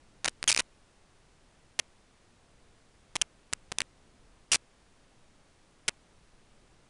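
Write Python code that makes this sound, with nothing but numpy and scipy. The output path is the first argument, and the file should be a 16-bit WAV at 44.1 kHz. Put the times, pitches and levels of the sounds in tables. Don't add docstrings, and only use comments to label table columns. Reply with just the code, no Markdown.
import sys
import numpy as np
from scipy import signal
from scipy.fft import rfft, irfft, next_fast_len
from scipy.io import wavfile
from scipy.ndimage import uniform_filter1d

SR = 44100
rng = np.random.default_rng(int(sys.argv[2]) if len(sys.argv) > 2 else 0)


def master(y):
    cut = np.clip(np.atleast_2d(y).T, -1, 1)
    pcm = np.round(cut * 32767)
    wavfile.write(sys.argv[1], SR, pcm.astype(np.int16))


def level_to_linear(level):
    exponent = np.asarray(level, float) / 20
    return 10 ** exponent


N = 303849

# (frequency [Hz], density [dB per Hz])
HISS_SPECTRUM = [(4, -12.5), (9, 6), (24, 1), (60, -5.5), (170, -9.5), (480, -14), (10000, -30),
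                 (13400, -53)]
HISS_DB = -61.5
SWELL_DB, SWELL_S, SWELL_HZ = 1.5, 0.3, 250

# (time [s], length [ms], level at 3-11 kHz [dB], level above [dB])
PUFFS = [(.28, 3, -49, -73), (.2845, 3, -58, -73), (0.2938, 4, -49, -85), (0.2975, 1.9, -58, -86),
         (.4407, 1, -60, -51), (.462, 2, -67.5, -72), (.527, 4, -57, -73), (.535, 10, -61, -86),
         (.5415, 1.5, -41.5, -55.5), (.5475, 2, -57, -68), (0.561, 6.1, -49, -91), (0.5644, 1.6, -49, -52),
         (0.572, 2, -49, -68), (.577, 3, -55, -75), (0.586, 7, -46, -95.5), (.622, 3, -57.5, -89),
         (1.7985, 3, -50, -57), (3.219, 6.5, -60, -61), (3.5286, 1, -77, -76), (3.785, 0.89, -60, -68),
         (3.8185, 2, -61, -74), (4.5385, 2.5, -57.5, -53.5), (4.567, 8, -52.5, -95.5),
         (5.8933, 1.12, -60, -64)]
# (time [s], length [ms], level at 1-3 kHz [dB])
DULL_PATCHES = [
    (.272, 7.4, -60),
    (.45, 12, -68),
    (.535, 10, -51),
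    (.571, 5.9, -48),
    (.584, 14, -47),
    (.614, 13, -55),
    (3.231, 16, -63.5),
    (4.566, 6.8, -60.5),
    (5.905, 17, -61.5),
]

# (time [s], time held shut [ms])
TOUCHES = [
    (.24538, 39.61),
    (.42827, 12.45),
    (.47693, 129.39),
    (1.79113, 8.38),
    (3.15518, 66.13),
    (3.52857, 6.94),
    (3.7187, 3.47),
    (3.78497, 33.14),
    (4.51734, 42.3),
    (5.8806, 12.7),
]
# (time [s], time open [ms])
LIFTS = [(.25374, .26), (.25876, .62), (.28094, 2.59), (.42857, .145), (.47723, .19), (.4819, .345),
         (.50305, .6), (.50405, .034), (.59847, .19), (.6056, .02), (1.79524, .095), (1.79848, .1),
         (3.15663, .04), (3.15964, .66), (3.16057, .67), (3.21473, .175), (3.53375, .18), (3.80445, .39),
         (3.81775, .17), (4.52922, .3), (4.53195, .38), (4.54475, .54), (5.88082, .13), (5.88446, .16),
         (5.88514, .06), (5.88844, .98)]
# (time [s], time open [ms], time shut [ms], time open again [ms])
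BOUNCED_LIFTS = [(.24589, .076, .4, .076), (.25742, .2, .37, .06), (.25964, .06, .4, .37),
                 (.27892, .146, .264, .76), (.28373, .11, .61, .12), (.56386, .07, .29, .23),
                 (.57456, .09, .35, .63), (.58961, .04, .4, 1.3), (.5964, .13, .55, .02),
                 (.60001, .02, .43, .32), (.60209, .03, .42, .15), (.60316, .025, .425, .11),
                 (1.79156, .07, .33, .14), (1.79434, .015, .37, .26), (1.79761, .11, .26, .22),
                 (3.16542, .14, .22, .06), (3.53424, .06, .03, .346), (3.53474, .1, .04, .1),
                 (3.53503, .043, .067, .33), (3.78646, .074, .274, .074), (3.8051, .15, .32, .1),
                 (4.54555, .056, .335, .056), (4.54635, .15, .34, 2.82), (4.54989, .095, .3, .095),
                 (4.55101, .05, .59, .05), (5.88574, .12, .29, .04), (5.88656, .205, .295, .13),
                 (5.8875, .03, .47, .19)]
# (time [s], number of breaks [count], mean spacing [ms], typical time open [ms])
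CHATTER_RUNS = [(.47764, 14, .303, .058), (.48245, 12, .319, .05), (.48873, 9, .34, .06),
                (.49186, 13, .395, .052), (.49707, 14, .394, .063), (.50563, 8, .446, .05),
                (.51614, 9, .404, .065), (.52515, 9, .409, .06), (.547, 3, .42, .085),
                (.57588, 6, .396, .09), (.59393, 4, .397, .1), (1.79637, 4, .311, .082),
                (3.21513, 6, .31, .078), (3.217, 8, .316, .057), (3.21957, 5, .342, .068),
                (3.78534, 3, .308, .06), (4.51761, 9, .357, .064), (4.52075, 9, .336, .046),
                (4.52385, 8, .346, .063), (4.52972, 6, .38, .055), (4.53262, 11, .403, .055),
                (4.53825, 3, .435, .057), (4.5431, 4, .433, .06), (4.55284, 4, .397, .06),
                (4.5555, 5, .412, .06), (5.88122, 3, .476, .02), (5.88273, 4, .435, .025)]
FASTEST_MS = 0.3
SHUT_SPREAD, OPEN_SPREAD = 0.054, 0.19
SLACK = 1.0

# (edge [Hz], tail [share], tail corner [Hz], slow tail [share], slow tail corner [Hz])
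BREAK_SHAPE = (10100, 2.0, 2900, .25, 200)
# (edge [Hz], tail [share], tail corner [Hz], slow tail [share], slow tail corner [Hz])
CLOSE_SHAPE = (8100, .24, 1250, .17, 115)
BREAK_DB, CLOSE_DB = -12.1, -5.5
FINE = 4


def hiss(hz):
    points_hz, points_db = np.transpose(HISS_SPECTRUM)
    colour = level_to_linear(np.interp(np.log(hz + 1), np.log(points_hz), points_db))
    spectrum = rfft(rng.standard_normal(next_fast_len(N))) * colour * (hz > 5)
    bass = irfft(spectrum / (1 + (hz / SWELL_HZ) ** 2))
    size = int(SWELL_S * SR)
    wander = uniform_filter1d(rng.standard_normal(len(bass)), size)
    wander = uniform_filter1d(wander, size)
    swell = level_to_linear(SWELL_DB * wander / np.std(wander))
    noise = irfft(spectrum) + bass * (swell - 1)
    return noise * level_to_linear(HISS_DB) / np.std(noise)


def band_noise(lo_hz, hi_hz, order=8):
    edges = signal.butter(order, [lo_hz, hi_hz], "band", fs=SR, output="sos")
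    noise = signal.sosfilt(edges, rng.standard_normal(N))
    return noise / np.std(noise)


def humps(rows):
    t = np.arange(N) / SR
    envelope = np.zeros(N)
    for s, length_ms, db in rows:
        near = slice(int((s - 0.03) * SR), int((s + 0.03) * SR))
        half_lengths = 2000 * (t[near] - s) / length_ms
        envelope[near] += level_to_linear(db) * np.exp(-half_lengths ** 4)
    return envelope


def puffs():
    rows = np.array(PUFFS)
    middle = humps(rows[:, :3]) * band_noise(2900, 10200, order=12)
    top = humps(np.delete(rows, 2, axis=1)) * band_noise(10500, 13000, order=2)
    dull = humps(DULL_PATCHES) * band_noise(900, 3000)
    return middle + top + dull


def smear(x, reach_ms, db, noise):
    size = max(int(reach_ms * SR / 1000), 1)
    power = uniform_filter1d(x ** 2, size)
    power = uniform_filter1d(power, size, origin=size // 3)
    return level_to_linear(db) * np.sqrt(np.maximum(power, 0)) * noise


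def chatter():
    start, open_ms = [], []
    chance = rng.standard_normal((len(CHATTER_RUNS), 30, 2))
    for (s, count, spacing_ms, typical_ms), draw in zip(CHATTER_RUNS, chance):
        loose = SLACK * (spacing_ms - FASTEST_MS)
        lifted = typical_ms * np.exp((OPEN_SPREAD + 2 * loose) * draw[:count, 0])
        lifted = np.minimum(lifted, spacing_ms - 0.03)
        shut = (spacing_ms - typical_ms) * np.exp((SHUT_SPREAD + loose) * draw[:count, 1])
        cycle = lifted + shut
        since = np.cumsum(cycle) - cycle
        start.append(s + since * spacing_ms * (count - 1) / since[-1] / 1000)
        open_ms.append(lifted)
    return np.concatenate(start), np.concatenate(open_ms)


def contact():
    touch, held_ms = np.transpose(TOUCHES)
    first, first_ms, shut_ms, second_ms = np.transpose(BOUNCED_LIFTS)
    lift, lift_ms = np.transpose(LIFTS)
    run, run_ms = chatter()
    second = first + (first_ms + shut_ms) / 1000
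    start = np.concatenate([lift, first, second, run])
    open_ms = np.concatenate([lift_ms, first_ms, second_ms, run_ms])
    broken = np.append(start, touch + held_ms / 1000)
    closed = np.append(start + open_ms / 1000, touch)
    return broken, closed


def spikes(seconds, db):
    size = next_fast_len(N)
    fine = np.zeros(FINE * size)
    inside = seconds[(seconds > 0) & (seconds < N / SR)]
    at = np.round(inside * SR * FINE).astype(int)
    np.add.at(fine, at, level_to_linear(db))
    return rfft(fine)[:size // 2 + 1]


def coupling(hz, edge_hz, tail, tail_hz, slow, slow_hz):
    spike = 1 / (1 + 1j * hz / edge_hz) ** 2
    short_tail = tail / (1 + 1j * hz / tail_hz)
    slow_tail = slow / (1 + 1j * hz / slow_hz)
    return spike + short_tail + slow_tail


def clicks(hz):
    broken, closed = contact()
    down = spikes(broken, BREAK_DB) * coupling(hz, *BREAK_SHAPE)
    up = spikes(closed, CLOSE_DB) * coupling(hz, *CLOSE_SHAPE)
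    return up - down


def scene():
    hz = np.fft.rfftfreq(next_fast_len(N), 1 / SR)
    return (hiss(hz) + irfft(clicks(hz)))[None, :N]


def low_pass(x):
    return signal.sosfilt(signal.butter(12, 16000, fs=SR, output="sos"), x)


def record(dry):
    x = dry + smear(dry, 1.5, db=-28, noise=band_noise(2800, 11000))
    x = x + smear(dry, 16.0, db=-36.5, noise=band_noise(400, 2800))
    hz = np.fft.rfftfreq(N, 1 / SR)
    cut = np.clip((11050 - hz) / 1050, 0, 1)
    x = irfft(rfft(x) * np.sin(np.pi / 2 * cut) ** 2, N)
    x = x + puffs()
    x = x + smear(dry, 1.5, db=-54.5, noise=band_noise(10600, 11800, order=4))
    return low_pass(x)


dry = scene()
out = record(dry)
master(out)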